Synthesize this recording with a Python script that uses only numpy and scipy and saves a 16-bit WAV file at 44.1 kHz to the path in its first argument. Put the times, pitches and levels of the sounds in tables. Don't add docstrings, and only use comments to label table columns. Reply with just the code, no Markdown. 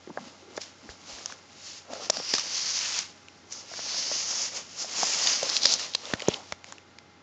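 import sys
import numpy as np
from scipy import signal
from scipy.fft import rfft, irfft
from scipy.io import wavfile

SR = 44100
rng = np.random.default_rng(int(sys.argv[2]) if len(sys.argv) > 2 else 0)


def log_audio(samples):
    frames = np.atleast_2d(samples).T
    limited = np.clip(frames, -1, 1)
    pcm = np.round(limited * 32767).astype(np.int16)
    wavfile.write(sys.argv[1], SR, pcm)


N = 318477
TIME = np.arange(N) / SR


def from_db(db):
    return 10 ** (np.asarray(db) / 20)


def rms_one(x):
    return x / np.sqrt(np.mean(x ** 2) + 1e-20)


def peak_one(x):
    return x / (np.abs(x).max() + 1e-20)


def butterworth(x, order, hz, kind="low"):
    return signal.sosfilt(signal.butter(order, hz, kind, fs=SR, output="sos"), x)


def add(out, s, sound):
    at = max(round(s * SR), 0)
    out[at:at + len(sound)] += sound[:max(N - at, 0)]


def drift(rate_hz):
    step, warm_up = 40, 2000
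    r = np.exp(-2 * np.pi * rate_hz * step / SR)
    noise = rng.standard_normal(N // step + warm_up + 2)
    slow = signal.lfilter([1], [1, -2 * r, r * r], noise)[warm_up:]
    return np.interp(np.arange(N) / step, np.arange(len(slow)), rms_one(slow))


def coloured(x, spectrum):
    hz, db = np.transpose(spectrum)
    octave, points = np.log2(np.arange(N // 2 + 1) * SR / N + 1), np.log2(hz)
    outside = np.abs(octave - np.clip(octave, points[0], points[-1]))
    gain = from_db(np.interp(octave, points, db) - 41 * outside)
    return rms_one(irfft(rfft(x) * gain, N))


def resonance(x, hz, width_hz):
    r = np.exp(-np.pi * width_hz / SR)
    feedback = [1, -2 * r * np.cos(2 * np.pi * hz / SR), r * r]
    return signal.lfilter(np.array([1, 0, -1]) * (1 - r * r) / 2, feedback, x)


def slips(per_s, spread_db):
    sizes = from_db(spread_db * np.minimum(rng.exponential(1, N), 5))
    signs = rng.choice([-1, 1], N)
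    return rms_one(sizes * signs * (rng.random(N) < per_s / SR))


def clusters(rows, clicks, relative_width):
    out = np.zeros(N)
    for middle, db, half_length, hz in rows:
        near = np.abs(TIME - middle) < half_length
        swell = np.cos(np.pi / 2 * (TIME[near] - middle) / half_length) ** 2
        width_hz = relative_width * hz
        ringing = resonance(resonance(clicks[near], hz, width_hz), hz, width_hz)
        out[near] += from_db(db) * rms_one(ringing * swell) * np.sqrt(np.mean(swell ** 2))
    return out


def room_tone(hiss_db=-57):
    # (frequency [Hz], rms level [dB])
    hum_lines = [(91.5, -68), (823.6, -68.5), (1254, -81.5), (1378, -72.5), (2094, -70.5), (2169, -93)]
    # (frequency [Hz], relative level [dB])
    spectrum = [(55, -15), (110, -2), (200, 2), (320, 0.5), (550, -4.5), (850, -6.5), (1400, -6),
                (2150, -9), (2800, -12), (4500, -15.5), (7000, -21.5), (9000, -38)]
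    hum = np.zeros(N)
    for hz, db in hum_lines:
        phase = 2 * np.pi * hz * TIME + hz / 600 * drift(3.7)
        hum += from_db(db) * np.sqrt(2) * np.sin(phase)
    return hum + from_db(hiss_db) * coloured(rng.standard_normal(N), spectrum)


def friction_db(layer, release_s=0.076, settle_from_s=6.44, settle_db_per_s=12.5):
    # (up to speed [s],
    # let go [s], attack [s], hiss [dB], edge rasp [dB], page flutter [dB], swell of the hiss [dB])
    pulls = [(0.21, 0.286, 0.1, -72, -53.5, -52.5, 0), (.49, 0.57, 0.27, -73, -58.5, -55.5, 18),
             (0.617, 0.611, 0.014, -39, -41, -63, -8), (.65, 0.686, .04, -61, -67, -64, -4),
             (.895, 0.894, 0.16, -50, -53.5, -54.5, 11.5), (1.093, 1.325, 0.1, -48.5, -50.5, -52.5, -3.5),
             (1.667, 1.782, 0.13, -45.5, -51.5, -73, -5), (1.923, 1.987, 0.054, -50, -50.5, -47, -1.5),
             (2.03, 2.055, 0.063, -41.5, -45.5, -47, -1.5), (2.13, 2.199, 0.016, -36.5, -43, -47, 3),
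             (2.257, 2.351, 0.11, -31, -40, -54, 9), (2.397, 2.52, 0.11, -42.5, -45.5, -51.5, -11.5),
             (2.537, 2.78, 0.16, -30.5, -39, -54.5, 1.5), (2.818, 2.992, 0.075, -34.5, -35.5, -52.5, 1.5),
             (3.518, 3.612, 0.024, -42, -51.5, -55.5, -1.5), (3.778, 3.9, 0.14, -37.5, -44.5, -53.5, -0.5),
             (3.943, 4.457, 0.16, -31, -40.5, -49.5, 2), (4.567, 4.564, 0.066, -32, -39, -44, 0),
             (4.65, 4.742, 0.055, -50.5, -54.5, -78, 10), (4.792, 4.824, 0.044, -32, -42.5, -47, 1),
             (4.996, 5.14, .14, -27.5, -35, -42, 3.5), (5.19, 5.366, 0.12, -27, -33.5, -43, 2.5),
             (5.428, 5.574, 0.031, -34, -37.5, -45.5, -1.5), (5.638, 5.736, 0.043, -27, -38, -41.5, -1.5),
             (5.796, 5.848, .02, -37.5, -40, -48.5, -1.5), (5.91, 6.023, .08, -48, -55.5, -57, -3),
             (6.055, 6.122, 0.052, -51, -44.5, -44, 3), (6.198, 6.368, 0.043, -60, -48.5, -46, 2),
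             (6.396, 6.506, 0.046, -63, -59.5, -72, 10), (6.667, 6.697, 0.026, -58, -55.5, -56, 1)]
    column = ("hiss", "rasp", "flutter").index(layer)
    swing_share = (1, 0.67, 0.59)[column]
    stir_db = (-66, -63, -64.5)[column]
    power = from_db(stir_db - settle_db_per_s * np.maximum(TIME - settle_from_s, 0)) ** 2
    for start, end, attack, *levels_db, swell_db in pulls:
        near = slice(max(round((start - 2 * attack) * SR), 0), round((end + .5) * SR))
        t = TIME[near]
        progress = np.clip((t - start) / max(end - start, .005), 0, 1)
        slowed = np.maximum(start - t, 0) / attack + np.maximum(t - end, 0) / release_s
        speed_db = swell_db * (progress - .5) - 20 * slowed
        power[near] += from_db(levels_db[column] + swing_share * speed_db) ** 2
    return 10 * np.log10(power)


def between_sheets(x):
    # (time [s], centre [Hz], width [Hz])
    gap_band = [(0, 5470, 3350), (1.8, 5770, 3250), (2.2, 5170, 1146), (2.55, 5520, 2180),
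                (3.0, 5600, 2630), (3.55, 5800, 2090), (3.95, 5350, 2130), (4.35, 5870, 2210),
                (5.1, 6040, 2700), (5.33, 5660, 2000), (5.64, 5150, 2500), (6.2, 5150, 3550)]
    hz, times, frames = signal.stft(x, SR, nperseg=512)
    s, centres, widths = np.transpose(gap_band)
    centre, width = np.interp(times, s, centres), np.interp(times, s, widths)
    off_centre = np.abs(2 * (hz[:, None] - centre) / width)
    gain = 1 / np.sqrt(width * (1 + off_centre ** 6))
    return rms_one(signal.istft(frames * gain, SR)[1][:N])


def sliding(hiss_gain_db=-0.74, rasp_gain_db=3.5, flutter_gain_db=-0.96, ring_db=-11):
    # (frequency [Hz], relative level [dB])
    rasp_spectrum = [(700, -10), (1050, -4), (1400, -4), (2200, 0.5), (2650, -2.5), (3100, 1), (4000, 0),
                     (5500, 3), (7200, 0), (9000, 1)]
    # (frequency [Hz], relative level [dB])
    flutter_spectrum = [(71, -63.5), (120, -37.5), (162, -6.5), (300, -2.5), (379, -5.5), (527, 3),
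                        (628, 1), (1400, -3.5), (1820, -41), (3080, -120)]
    wavering_grip = from_db(drift(14))
    rubbing = between_sheets(slips(per_s=18000, spread_db=2.5))
    ring = rms_one(resonance(slips(per_s=5000, spread_db=4.5), hz=2720, width_hz=450))
    edges = coloured(slips(per_s=7000, spread_db=3.0), rasp_spectrum)
    shaking = coloured(slips(per_s=2500, spread_db=3.5), flutter_spectrum)
    hiss = from_db(friction_db("hiss") + hiss_gain_db) * rubbing
    rasp = from_db(friction_db("rasp") + rasp_gain_db) * (edges + from_db(ring_db) * ring)
    flutter = from_db(friction_db("flutter") + flutter_gain_db) * shaking
    return (hiss + rasp + flutter) * wavering_grip


def crinkles(gain_db=1, rasp_share=0.71, crumple_s=(6, 6.43), crumple_db=2.5, pitches=12):
    crumpling = (TIME > crumple_s[0]) & (TIME < crumple_s[1])
    per_s = np.where(crumpling, 150, 50)
    size_db = rng.uniform(-4, 4, N)
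    level_db = gain_db + rasp_share * friction_db("rasp") + crumple_db * crumpling + size_db
    clicks = from_db(level_db) * rng.choice([-1, 1], N) * (rng.random(N) < per_s / SR)
    pitch_index, out = rng.integers(0, pitches, N), np.zeros(N)
    for k, hz in enumerate(np.geomspace(1500, 6800, pitches)):
        ticks = resonance(clicks * (pitch_index == k) + 1e-18, hz, width_hz=hz)
        out += ticks * SR / (2 * np.pi * hz)
    return out


def panel_pops(rattle=0.052, rattle_t60=.025, soft_hz=2100, sway_hz=190, gain_db=3.0):
    # (time [s], relative peak [dB], pitch [Hz], ring t60 [s], edge share [dB])
    pops = [(.073, -34, 360, 0.032, -12), (.095, -38, 326, 0.013, -13), (.173, -22, 610, 0.011, -2),
            (.577, -22.5, 576, .012, -4.5), (.89, -33, 418, .014, 5.5), (1.184, -39, 337, .014, 8),
            (1.299, -36, 1140, .008, -2), (1.322, -35.5, 1490, .007, -9), (1.932, -30, 590, 0.017, -14),
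            (1.954, -35, 540, .011, -4), (2.098, -17, 630, 0.012, -33), (2.168, -28, 670, .012, -3),
            (2.199, -28, 566, .01, -13), (2.337, -21, 443, 0.0085, -11), (2.382, -29, 1190, 0.0089, -6),
            (3.714, -38, 640, .021, -15), (3.737, -30.5, 606, .012, 8), (3.791, -29, 600, 0.012, -4),
            (3.943, -31, 735, 0.017, 1.5), (4.114, -26.5, 596, 0.018, -11), (4.326, -35, 1320, .013, -7),
            (4.844, -34.5, 644, 0.018, -11.5), (5.03, -16.5, 766, 0.011, -19), (5.428, -22, 542, 0.05, -25),
            (5.654, -26, 541, 0.042, -15), (5.948, -36.5, 517, 0.022, -6), (6.135, -12, 301, 0.0042, 4),
            (6.221, -31, 492, .018, -16), (6.283, -8.5, 324, 0.01, -32), (6.522, -25.5, 584, 0.0059, -4),
            (6.723, -30.5, 1140, 0.0057, -7)]
    out, t = np.zeros(N), TIME[:SR // 8]
    for s, db, hz, t60, edge_db in pops:
        push = rattle * rng.standard_normal(len(t)) * from_db(-60 * t / rattle_t60)
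        push[0] += 1
        swing = resonance(push, hz, width_hz=np.log(1000) / np.pi / t60)
        swing = butterworth(swing, 2, min(3 * hz, soft_hz))
        edge = butterworth(resonance(push, hz=1750, width_hz=800), 6, soft_hz)
        sway = resonance(resonance(push, sway_hz, width_hz=150), sway_hz, width_hz=2 * sway_hz)
        sway_db = -20 + 5.5 * np.log2(600 / hz)
        pop = peak_one(swing) + from_db(edge_db) * peak_one(edge) + from_db(sway_db) * peak_one(sway)
        add(out, s + 0.000875, from_db(db + gain_db) * peak_one(pop))
    return out


def edge_judders():
    # (middle [s], level [dB], half-length [s], pitch [Hz])
    judders = [(.1, -42.5, 0.0093, 850), (.108, -41.5, 0.019, 246), (.184, -37, .012, 870),
               (.21, -46.5, 0.044, 204), (.27, -44, 0.0081, 238), (.5, -54, 0.12, 365),
               (.855, -50, 0.038, 258), (1.92, -48, 0.034, 272), (1.93, -44, 0.072, 616),
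               (2.0, -46.5, 0.063, 570), (2.18, -45.5, 0.03, 212), (5.45, -42, 0.059, 474),
               (6.38, -48, 0.086, 746)]
    return clusters(judders, slips(per_s=810, spread_db=4.0), relative_width=0.37)


def fold_crunches():
    # (middle [s], level [dB], half-length [s], pitch [Hz])
    crunches = [(.574, -41, 0.016, 5450), (2.352, -40, 0.024, 5100), (3.53, -37, 0.015, 5740),
                (5.274, -22, 0.0046, 3370), (5.498, -23.5, 0.0094, 4700), (5.564, -26.5, 0.035, 5000),
                (5.632, -27, 0.029, 4330), (5.662, -26, 0.022, 4550), (5.718, -23.5, 0.016, 5200),
                (5.735, -19.5, 0.017, 5430), (5.94, -34.5, 0.0085, 3820), (6.305, -37.5, 0.059, 2900),
                (6.34, -33, 0.0069, 3500)]
    return clusters(crunches, slips(per_s=1600, spread_db=4.0), relative_width=0.61)


def crease_snaps(relative_width=0.22, gain_db=-6.0):
    # (time [s], relative level [dB], pitch [Hz], run [s], broad body share [dB])
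    snaps = [(0.5738, -27, 2400, 0.004, 18), (1.258, -11, 6300, 0.0011, -10), (1.3216, -26, 6540, 0.002, 1),
             (1.934, -25, 5600, .0018, 4), (2.0981, -5.5, 5640, .0045, -17), (2.169, -18, 4800, .0024, -15),
             (2.3368, -7, 4740, 0.0031, 3), (2.3498, -15.5, 4640, 0.0038, 9),
             (2.381, -12.5, 5300, .0024, 3), (2.394, -15, 5530, .0023, -2), (2.7885, -15, 5340, .002, -16),
             (2.9884, -8, 6000, 0.0014, -9), (3.2833, -30, 2550, 0.0016, -5),
             (3.5236, -21.5, 6060, 0.002, -10), (5.031, -10.5, 6260, 0.0013, -18),
             (5.2703, -8.5, 4500, 0.0025, -22), (5.4299, -11, 6250, 0.0017, -19),
             (5.4908, -15, 5640, 0.0023, 5.5), (5.5655, -6, 4100, 0.0018, -4),
             (5.619, -19, 4760, 0.0018, -8), (5.6539, 1.5, 4700, 0.0025, -14),
             (5.701, -17, 5210, 0.0017, -22), (5.7934, -19, 5160, 0.0022, -4),
             (5.9476, -9, 4430, 0.0043, -6), (6.053, -23.5, 3610, 0.0018, 1),
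             (6.1358, -12, 1840, 0.0018, 5), (6.195, -24.5, 2500, 0.0018, 7),
             (6.2018, -20.5, 2680, 0.0022, 8), (6.2193, -19, 2880, 0.0024, 2),
             (6.2833, -9.5, 6070, 0.002, -8), (6.341, -16, 2960, .0017, -11),
             (6.5217, -14.5, 1980, .0019, 7), (6.642, -23.5, 2200, 0.0009, 1),
             (6.7224, -23, 6600, 0.0013, -2), (6.781, -31.5, 2560, 0.0019, -1),
             (6.9849, -30.5, 2470, 0.0023, 17)]
    out, t = np.zeros(N), TIME[:SR // 20]
    for s, db, hz, run, body_db in snaps:
        fade = np.exp(-(t / run) ** 2)
        buckles = rng.standard_normal(len(t)) * fade
        buckles[0] += 4
        ring = rms_one(resonance(buckles, hz, relative_width * hz))
        body = rms_one(resonance(buckles, hz=1500, width_hz=5700))
        crack = rms_one(ring + from_db(body_db) * body) * np.sqrt(np.mean(fade ** 2))
        add(out, s + 0.001054, from_db(db + gain_db) * crack)
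    return out


def cushion_bumps(t60_cycles=4.5):
    # (time [s], peak [dB], pitch [Hz])
    bumps = [(0.891, -41, 66), (1.128, -48, 58), (6.137, -33, 100), (6.286, -32.5, 115), (6.524, -45, 90)]
    out, t = np.zeros(N), TIME[:SR // 4]
    for s, db, hz in bumps:
        thud = np.sin(2 * np.pi * hz * t) * from_db(-60 * t * hz / t60_cycles)
        add(out, s, from_db(db) * peak_one(thud))
    return out


def room_tail(x, t60=0.32, wet_db=-24):
    t = TIME[:SR // 2]
    tail = rng.standard_normal(len(t)) * from_db(-60 * t / t60) * (t > .004)
    return from_db(wet_db) * signal.fftconvolve(x, tail / np.linalg.norm(tail))[:N]


def scene():
    rustle = fold_crunches() + edge_judders() + sliding() + crinkles() + crease_snaps() + panel_pops()
    close = butterworth(rustle, 2, 110, "high") + cushion_bumps()
    return (close + room_tail(close) + room_tone())[None]


def record(dry, top_hz=7150, shelf_db=-22, cutoff_hz=8900):
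    rounded = .75 * np.tanh(dry / .75)
    body = butterworth(rounded, 2, 45, "high")
    dull = butterworth(body, 16, top_hz) + from_db(shelf_db) * body
    return signal.sosfilt(signal.ellip(10, .3, 80, cutoff_hz, fs=SR, output="sos"), dull)


dry = scene()
out = record(dry)
log_audio(out)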